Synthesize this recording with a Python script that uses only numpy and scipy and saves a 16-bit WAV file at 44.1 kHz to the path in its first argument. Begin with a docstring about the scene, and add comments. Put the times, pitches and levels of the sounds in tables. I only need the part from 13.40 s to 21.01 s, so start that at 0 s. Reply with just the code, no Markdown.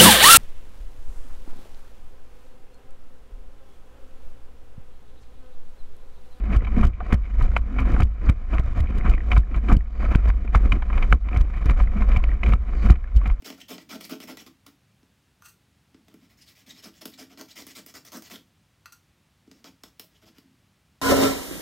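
"""Dip pen hatching on heavy paper

A small quiet room, one microphone close to a sheet on a board. A steel nib hatches quick strokes:
pulled, it bites early, the sheet rasps and the board drums; pushed back, it swells lightly and flicks off.
It ticks where it lands or catches and may squeak at the crest of a stroke. The resting hand nudges
the board, and a few small hollow clicks sound in the pauses, over a faint rumble and hum."""
import sys
import numpy as np
from scipy import signal
from scipy.fft import rfft, irfft, next_fast_len
from scipy.io import wavfile
from scipy.ndimage import uniform_filter1d, map_coordinates

SR = 44100
rng = np.random.default_rng(int(sys.argv[2]) if len(sys.argv) > 2 else 0)


def digitize_waveform(pressure):
    """Quantize a signal to 16-bit integers and store it at the path in sys.argv[1].

    Rows of a 2-D input are taken as channels; values are limited to [-1, 1].
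    """
    field = np.atleast_2d(pressure).T
    bounded = np.clip(field, -1, 1)
    quanta = np.round(bounded * 32767).astype(np.int16)
    wavfile.write(sys.argv[1], SR, quanta)


N = 335812

# room tone spectrum: f/Hz, level/dB
ROOM_TONE = [(20, -60), (31, -33), (45, -13), (62, -3), (100, -4.5), (150, -5), (200, -8), (280, -13.5),
             (450, -21), (650, -21.5), (1500, -23), (3000, -24), (7000, -31), (15700, -38)]
# decay of the room: f/Hz, t60/s
ROOM_DECAY = [(200, 0.41), (600, 0.19), (1500, 0.2), (4000, 0.2), (10000, 0.23), (16000, 0.22)]
# the resting hand shifts on the paper: middle t/s, half length/s, level/dB
HAND_SHIFTS = [(.65, 0.39, -59), (2.77, .2, -61), (3.296, 0.065, -59), (3.688, 0.1, -58), (4.1, 0.37, -67),
               (6.177, .14, -67), (7.044, .12, -67)]
# small hollow clicks: t/s, level/dB, rise/s, t60/s, treble/dB
HOLLOW_CLICKS = [(2.022, -43, 0.00031, 0.016, -5), (2.061, -45.5, 0.012, 0.084, 3),
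                 (2.085, -53.5, .001, 0.14, 15), (5.458, -37.5, 0.00043, 0.03, -8.5),
                 (5.5235, -44, 0.00069, 0.057, 5)]
# resonances of the hollow, the board, the sheet and the nib: f/Hz, width/Hz, level/dB
HOLLOW_MODES = [(1215, 150, -6.5), (1402, 40, 3.5), (1480, 57, -8), (1850, 120, -15), (2680, 145, -8),
                (3400, 370, -25.5), (4250, 250, -13), (4660, 110, -14), (6170, 470, -9.5),
                (8300, 550, -14.5), (11150, 600, -18.5), (14100, 1000, -16.5)]
BOARD_MODES = [(182, 16, -6), (223, 14, -2.5), (264.3, 16.6, 2.5), (287.4, 29, -3.5), (323.4, 20.5, -3),
               (429, 21, -8.5)]
SHEET_MODES = [(562, 120, -0.5), (640, 160, -0.5), (720, 39, -6.5), (876, 100, -12.5), (1103, 75, -1.5),
               (1333, 126, 1), (1572, 135, 1.5), (1780, 73, -27.5)]
NIB_MODES = [(2040, 91, -2), (2310, 67, 0), (3020, 150, -1), (3360, 96, 0.5), (5230, 390, 4),
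             (6160, 220, -7)]
# spectra of the nib's hiss and of the finest fibres' fizz: f/Hz, level/dB
HISS_SPECTRUM = [(900, -54), (1600, 7), (2000, 5), (3000, 1.5), (4200, 0), (5500, -0.5), (7000, 0),
                 (8200, -3.5), (10500, -19.5)]
FIZZ_SPECTRUM = [(5500, -36.5), (8000, -6), (9500, -3.5), (10600, -2.5), (11600, 2.5), (12500, -0.5),
                 (14000, 1), (15600, 2)]
# how the pen is held: t/s, weight on sheet and board/dB, colour that its angle brings out f/Hz
PEN_HOLD = [(0, -0.5, 3340), (.7, 3.5, 3230), (1.26, 4, 3800), (2.78, 8, 3080), (3.0, -14.5, 4200),
            (3.42, 0, 4360), (3.72, -5, 4300), (3.9, 8, 3960), (4.08, -3.5, 4800), (4.62, -3.5, 5700),
            (4.72, 1.5, 5650), (4.82, -5, 5130), (4.9, 1.5, 4100), (6.25, 2, 4800), (6.6, -3, 4260),
            (6.8, 6, 3240)]
# the nib lands or catches: t/s, tick/dB, knock on the board/dB, hardness as fizz over tick/dB
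NIB_TAPS = [(.022, -53, -43.5, -2), (0.1021, -38, -36, -3), (0.1252, -47, -42.5, -15),
            (0.381, -43.5, -39.5, -22), (0.3549, -65, -40.5, -10), (0.5576, -44, -33, -13),
            (0.609, -42.5, -46, 4), (.651, -47, -69, 9.5), (.696, -47.5, -48, 6), (0.7192, -50, -29.5, -10),
            (.754, -51, -37, -16), (.8022, -43.5, -37.5, 1), (.838, -54, -44, 10), (0.9711, -43, -43, 1),
            (1.0641, -50.5, -44, -5), (1.265, -48.5, -51, 1.5), (1.6302, -67, -53, -10),
            (2.5448, -57.5, -44, -18), (2.6824, -56, -52, -3), (2.741, -56, -42, 0.5), (3.28, -57, -50, -5),
            (3.6551, -37.5, -32.5, 6), (3.678, -49, -45.5, -9), (3.824, -51, -46, -12),
            (3.9739, -49.5, -45.5, -10), (4.0114, -40, -52, 0.5), (4.221, -46.5, -44, -9),
            (4.2669, -47, -45.5, 8.5), (4.463, -47, -47, 9), (4.5407, -47.5, -48, -6),
            (4.6507, -54, -55, 9), (4.7193, -50, -51, 3), (4.771, -51, -33, 12.5), (4.822, -48, -55, 5),
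            (6.076, -65, -44, -11), (6.114, -51, -45.5, -4), (6.2429, -44.5, -47.5, -10),
            (6.436, -41, -45.5, -3), (6.596, -39.5, -48.5, 5), (6.983, -54, -48, 1)]
PULL, PUSH = 0, 1
# a pulled and a pushed stroke: share of length before the crest, share of full pressure at landing,
# board/dB, sheet/dB, fizz/dB, squeak/dB
STROKE_KINDS = [(.3, 0.54, 0.5, -2, -2.5, 5), (.65, 0.61, -5.5, -7, -4, 9)]
PEN_STROKES = [(.043, 0.068, -44.5, PULL, None), (0.173, 0.038, -59, PULL, None),
               (.198, 0.029, -52, PUSH, 2960), (0.281, 0.086, -45.5, PULL, None),
               (0.38, 0.057, -58, PUSH, None), (.489, 0.085, -46, PULL, None),
               (0.602, 0.067, -51, PUSH, 4760), (0.691, 0.063, -44.5, PULL, None),
               (.804, 0.045, -49, PUSH, None), (.871, 0.066, -47.5, PULL, None),
               (0.968, 0.063, -52, PUSH, None), (1.06, 0.03, -56, PULL, None),
               (1.26, 0.038, -61.5, PULL, None), (2.669, 0.12, -75, PULL, None),
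               (2.796, 0.08, -70, PUSH, None), (2.893, .057, -66.5, PULL, None),
               (2.97, 0.082, -62.5, PUSH, 4970), (3.059, 0.086, -59, PULL, 4300),
               (3.151, 0.081, -59.5, PUSH, None), (3.262, 0.069, -54, PUSH, 3620),
               (3.343, .075, -58, PUSH, None), (3.423, 0.079, -52, PULL, 5100),
               (3.533, .07, -61, PUSH, None), (3.608, 0.032, -49.5, PULL, 5000),
               (3.714, 0.041, -57.5, PUSH, 3970), (3.775, 0.079, -51.5, PULL, 5070),
               (3.896, 0.052, -60.5, PUSH, None), (3.974, 0.061, -51.5, PULL, None),
               (4.079, .056, -55.5, PUSH, 4100), (4.154, .082, -47, PULL, None),
               (4.267, 0.063, -51, PUSH, None), (4.349, 0.059, -45.5, PULL, None),
               (4.464, 0.047, -52.5, PUSH, None), (4.541, 0.054, -49, PULL, None),
               (4.646, 0.051, -52, PUSH, None), (4.718, 0.077, -46.5, PULL, None),
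               (4.826, 0.064, -53, PUSH, None), (4.896, 0.072, -48, PULL, None),
               (4.937, 0.035, -53, PUSH, 3400), (6.144, 0.073, -71, PUSH, None),
               (6.24, 0.058, -56, PULL, None), (6.45, 0.024, -62, PULL, None),
               (6.697, 0.098, -72.5, PUSH, 3270), (6.814, 0.043, -65.5, PULL, None),
               (6.854, 0.05, -61, PUSH, None), (6.946, 0.063, -68, PUSH, None)]


def amp(db):
    """Decibels to gain."""
    return 10 ** (np.asarray(db) / 20)


def unit(x):
    """x at rms 1."""
    return x / np.sqrt(np.mean(x ** 2) + 1e-20)


def along(points, hz):
    """(f/Hz, value) points read on a log frequency axis."""
    freqs, values = np.transpose(points)
    return np.interp(np.log(hz + 1), np.log(freqs), values)


def resonances(modes, hz):
    """Gain of a set of resonances whose powers add."""
    return np.sqrt(sum(amp(db) ** 2 * (hz * width) ** 2 / ((f * f - hz * hz) ** 2 + (hz * width) ** 2)
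                       for f, width, db in modes))


def band(hz, low_hz, high_hz, order=4):
    """Gain of a band-pass with steep skirts."""
    return 1 / np.sqrt((1 + (low_hz / (hz + 1)) ** (2 * order)) * (1 + (hz / high_hz) ** (2 * order)))


def ring(x, gain, size=8192):
    """x through a causal filter of unit energy, shaped like this gain curve."""
    curve = gain(np.fft.rfftfreq(size, 1 / SR))
    cepstrum = irfft(np.log(np.maximum(curve / curve.max(), 1e-6)))
    response = irfft(np.exp(rfft(2 * cepstrum[:size // 2], size)))
    return signal.fftconvolve(x, response / np.linalg.norm(response))[:len(x)]


def snaps(per_second, spread_db, size):
    """Tiny impulses at random moments and strengths, as when fibres snap past the nib."""
    hit = rng.random(size) < per_second / SR
    sign = rng.choice([-1, 1], size)
    strength = amp(spread_db * np.clip(rng.standard_normal(size), -2, 2))
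    return unit(hit * sign * strength)


def room_tone(air_db=-65, hum_db=-77, hum_hz=97):
    """The room's low rumble and faint hiss, with a wavering hum."""
    air = ring(rng.standard_normal(N), lambda hz: amp(along(ROOM_TONE, hz)))
    hum = ring(rng.standard_normal(N), lambda hz: resonances([(hum_hz, 6, 0)], hz) * band(hz, 62, 140))
    return amp(air_db) * unit(air) + amp(hum_db) * unit(hum)


def room_tail(x, gap_s=0.003):
    """Table and near walls send a short diffuse tail to the microphone."""
    hz, t, noise = signal.stft(rng.standard_normal(SR // 2), SR, nperseg=256)
    tail = signal.istft(noise * amp(-60 * t / along(ROOM_DECAY, hz)[:, None]), SR, nperseg=256)[1]
    tail = np.pad(tail / np.linalg.norm(tail), (int(gap_s * SR), 0))
    return signal.fftconvolve(x, tail)[:N]


def resting_hand():
    """As it shifts, the resting hand nudges the board's lowest resonances."""
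    t = np.arange(N) / SR
    effort = sum(amp(db) * np.exp(-((t - middle) / half) ** 2) for middle, half, db in HAND_SHIFTS)
    nudges = effort * snaps(200, 4.3, N)
    return ring(nudges, lambda hz: resonances(BOARD_MODES, hz) * band(hz, 133, 199, order=3))


def hollow_clicks(treble_hz=4000):
    """Short crackles ring a small hollow."""
    out = np.zeros(N + SR)
    t = np.arange(-SR // 10, SR // 4) / SR
    hollow = lambda hz: resonances(HOLLOW_MODES, hz) * band(hz, 490, 17000, order=3)
    for at, db, rise, t60, treble_db in HOLLOW_CLICKS:
        envelope = np.exp(np.minimum(t, 0) / rise) * amp(-60 * np.maximum(t, 0) / t60)
        crackle = envelope * snaps(8000, 3.7, len(t))
        shelf = lambda hz: amp(treble_db * hz ** 2 / (hz ** 2 + treble_hz ** 2))
        out[int((at + t[0]) * SR):][:len(t)] += amp(db) * ring(crackle, lambda hz: hollow(hz) * shelf(hz))
    return out[:N]


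def squeaks(width_share=0.14, octave_db=-12, half_length_share=0.16):
    """At the crest of some strokes, fast uneven slips ring the tines in a narrow band and its octave."""
    out = np.zeros(N + SR)
    t = np.arange(-SR // 10, SR // 10) / SR
    for start, length, db, direction, squeak_hz in PEN_STROKES:
        if squeak_hz is None:
            continue
        crest, *_, squeak_db = STROKE_KINDS[direction]
        at = start + crest * length
        width_hz = width_share * squeak_hz
        modes = [(squeak_hz, width_hz, 0), (2 * squeak_hz, 2 * width_hz, octave_db)]
        tines = lambda hz: resonances(modes, hz) * band(hz, squeak_hz / 2, 2 * squeak_hz, order=3)
        squeak = unit(ring(snaps(9000, 0.61, len(t)), tines, size=1024))
        envelope = np.exp(-2 * (t / (half_length_share * length)) ** 2)
        out[int((at + t[0]) * SR):][:len(t)] += amp(db + squeak_db) * envelope * squeak
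    return out[:N]


def hold(at):
    """The hand's weight/dB and the nib's colour f/Hz at this moment."""
    times, *columns = np.transpose(PEN_HOLD)
    return [np.interp(at, times, column) for column in columns]


def pen_angle(x, colour_hz, boost_db, log_width):
    """The angle of the pen brings out one region of its sound."""
    bump = lambda hz: amp(boost_db * np.exp(-0.5 * (np.log((hz + 1) / colour_hz) / log_width) ** 2))
    return ring(x, bump, size=1024)


def nib_travel(x, patchy_db=2.5):
    """As the nib travels over the sheet, single resonances swell and fade."""
    spectra = signal.stft(x, nperseg=512)[2]
    patches = rng.standard_normal(spectra.shape)
    for _ in range(2):
        patches = uniform_filter1d(uniform_filter1d(patches, size=5, axis=0), size=3, axis=1)
    return signal.istft(spectra * unit(amp(patchy_db * unit(patches))), nperseg=512)[1][:N]


def tap_forces(crack_t60=0.022, push_db=21, crack_db=20):
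    """Each contact gives the board one push, and sheet, nib and finest fibres a short crack."""
    force = np.zeros((4, N + SR))
    t = np.arange(-SR // 200, SR // 20) / SR
    push = amp(push_db) * (t == 0)
    for at, tick_db, knock_db, hard_db in NIB_TAPS:
        sheet_db = tick_db + 0.19 * (knock_db - tick_db) - 2.5  # the sheet's flex follows tick and knock
        gains = amp([knock_db, sheet_db, tick_db, tick_db + hard_db])
        burst = rfft(rng.standard_normal(len(t)) * (t >= 0) * amp(-60 * abs(t) / crack_t60))
        # a hard contact excites all frequencies alike
        crack = irfft(burst / np.abs(burst), len(t)) * (t >= 0)
        crack *= amp(crack_db) / np.linalg.norm(crack)
        tick = pen_angle(crack, hold(at)[1], boost_db=6.5, log_width=0.4)
        force[:, int((at + t[0]) * SR):][:, :len(t)] += gains[:, None] * [push, crack, tick, crack]
    return force[:, :N]


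def pressure(t, rise, fall, landing, touch_s=0.003):
    """The nib lands within a few milliseconds, bears down, then lifts."""
    ramp = lambda time, length: np.clip(time / max(length, touch_s), 0, 1)
    bearing = landing + (1 - landing) * np.sin(np.pi / 2 * ramp(t, rise)) ** 2
    lift = np.sin(np.pi / 2 * ramp(rise + fall - t, fall))
    return ramp(t, touch_s) * bearing * lift


def stroke_forces(board_lag_s=0.0075, sheet_lag_s=0.0016, tooth_db=1, tooth_per_second=350):
    """Friction of the sliding nib drives board, sheet, nib and the finest fibres."""
    force = np.zeros((4, N + SR))
    size = SR // 4
    t = np.arange(size) / SR
    for start, length, db, direction, _ in PEN_STROKES:
        crest, landing, board_db, sheet_db, fizz_db, _ = STROKE_KINDS[direction]
        rise, fall = crest * length, (1 - crest) * length
        weight_db, colour_hz = hold(start)
        # the paper's tooth makes the grip flutter
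        tooth = map_coordinates(rng.standard_normal(size // 16), [t * tooth_per_second])
        flutter = unit(amp(tooth_db * tooth))
        grip = lambda lag: amp(db) * pressure(t - lag, rise, fall, landing) * flutter
        fibres = snaps(7500, 4.1, size)
        # the deeper parts answer later, once the nib has dug in
        board = amp(board_db + weight_db) * grip(board_lag_s) * snaps(2500, 0.49, size)
        sheet = amp(sheet_db + 0.7 * weight_db) * grip(sheet_lag_s) * fibres
        nib = grip(0) * pen_angle(fibres, colour_hz, boost_db=4.5, log_width=0.47)
        bright_db = 0.5 * np.log2(colour_hz / 4200)  # a brighter pen angle brings out more fizz
        fizz = amp(fizz_db + bright_db) * grip(0) * snaps(9000, 4.3, size)
        force[:, int(start * SR):][:, :size] += [board, sheet, nib, fizz]
    return force[:, :N]


def pen():
    """Strokes and taps ring board, sheet and nib: a low drumming and the scratch above it."""
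    board, sheet, nib, fizz = stroke_forces() + tap_forces()
    drum = ring(board, lambda hz: resonances(BOARD_MODES, hz) * band(hz, 174, 457, order=9))
    rasp = ring(sheet, lambda hz: resonances(SHEET_MODES, hz) * band(hz, 370, 1540))
    hiss = ring(nib, lambda hz: amp(along(HISS_SPECTRUM, hz)) * (1 + resonances(NIB_MODES, hz)))
    sizzle = ring(fizz, lambda hz: amp(along(FIZZ_SPECTRUM, hz)))
    return drum, nib_travel(rasp + hiss + sizzle)


def scene(direct_db=-0.7, room_db=-5, drum_room_db=-9):
    """One close microphone feeds both channels; the board's drumming reaches it mostly direct."""
    drum, scratch = pen()
    near = scratch + squeaks() + hollow_clicks()
    tail = room_tail(amp(room_db) * near + amp(drum_room_db) * drum)
    mono = drum + resting_hand() + amp(direct_db) * near + tail + room_tone()
    return np.array([mono, mono])


def record(dry, top_hz=15850):
    """The camera keeps nothing above its band limit."""
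    size = next_fast_len(N + SR // 2)
    passband = np.fft.rfftfreq(size, 1 / SR) < top_hz
    return irfft(rfft(dry, size) * passband, size)[:, :N]


dry = scene()
out = record(dry)
digitize_waveform(out)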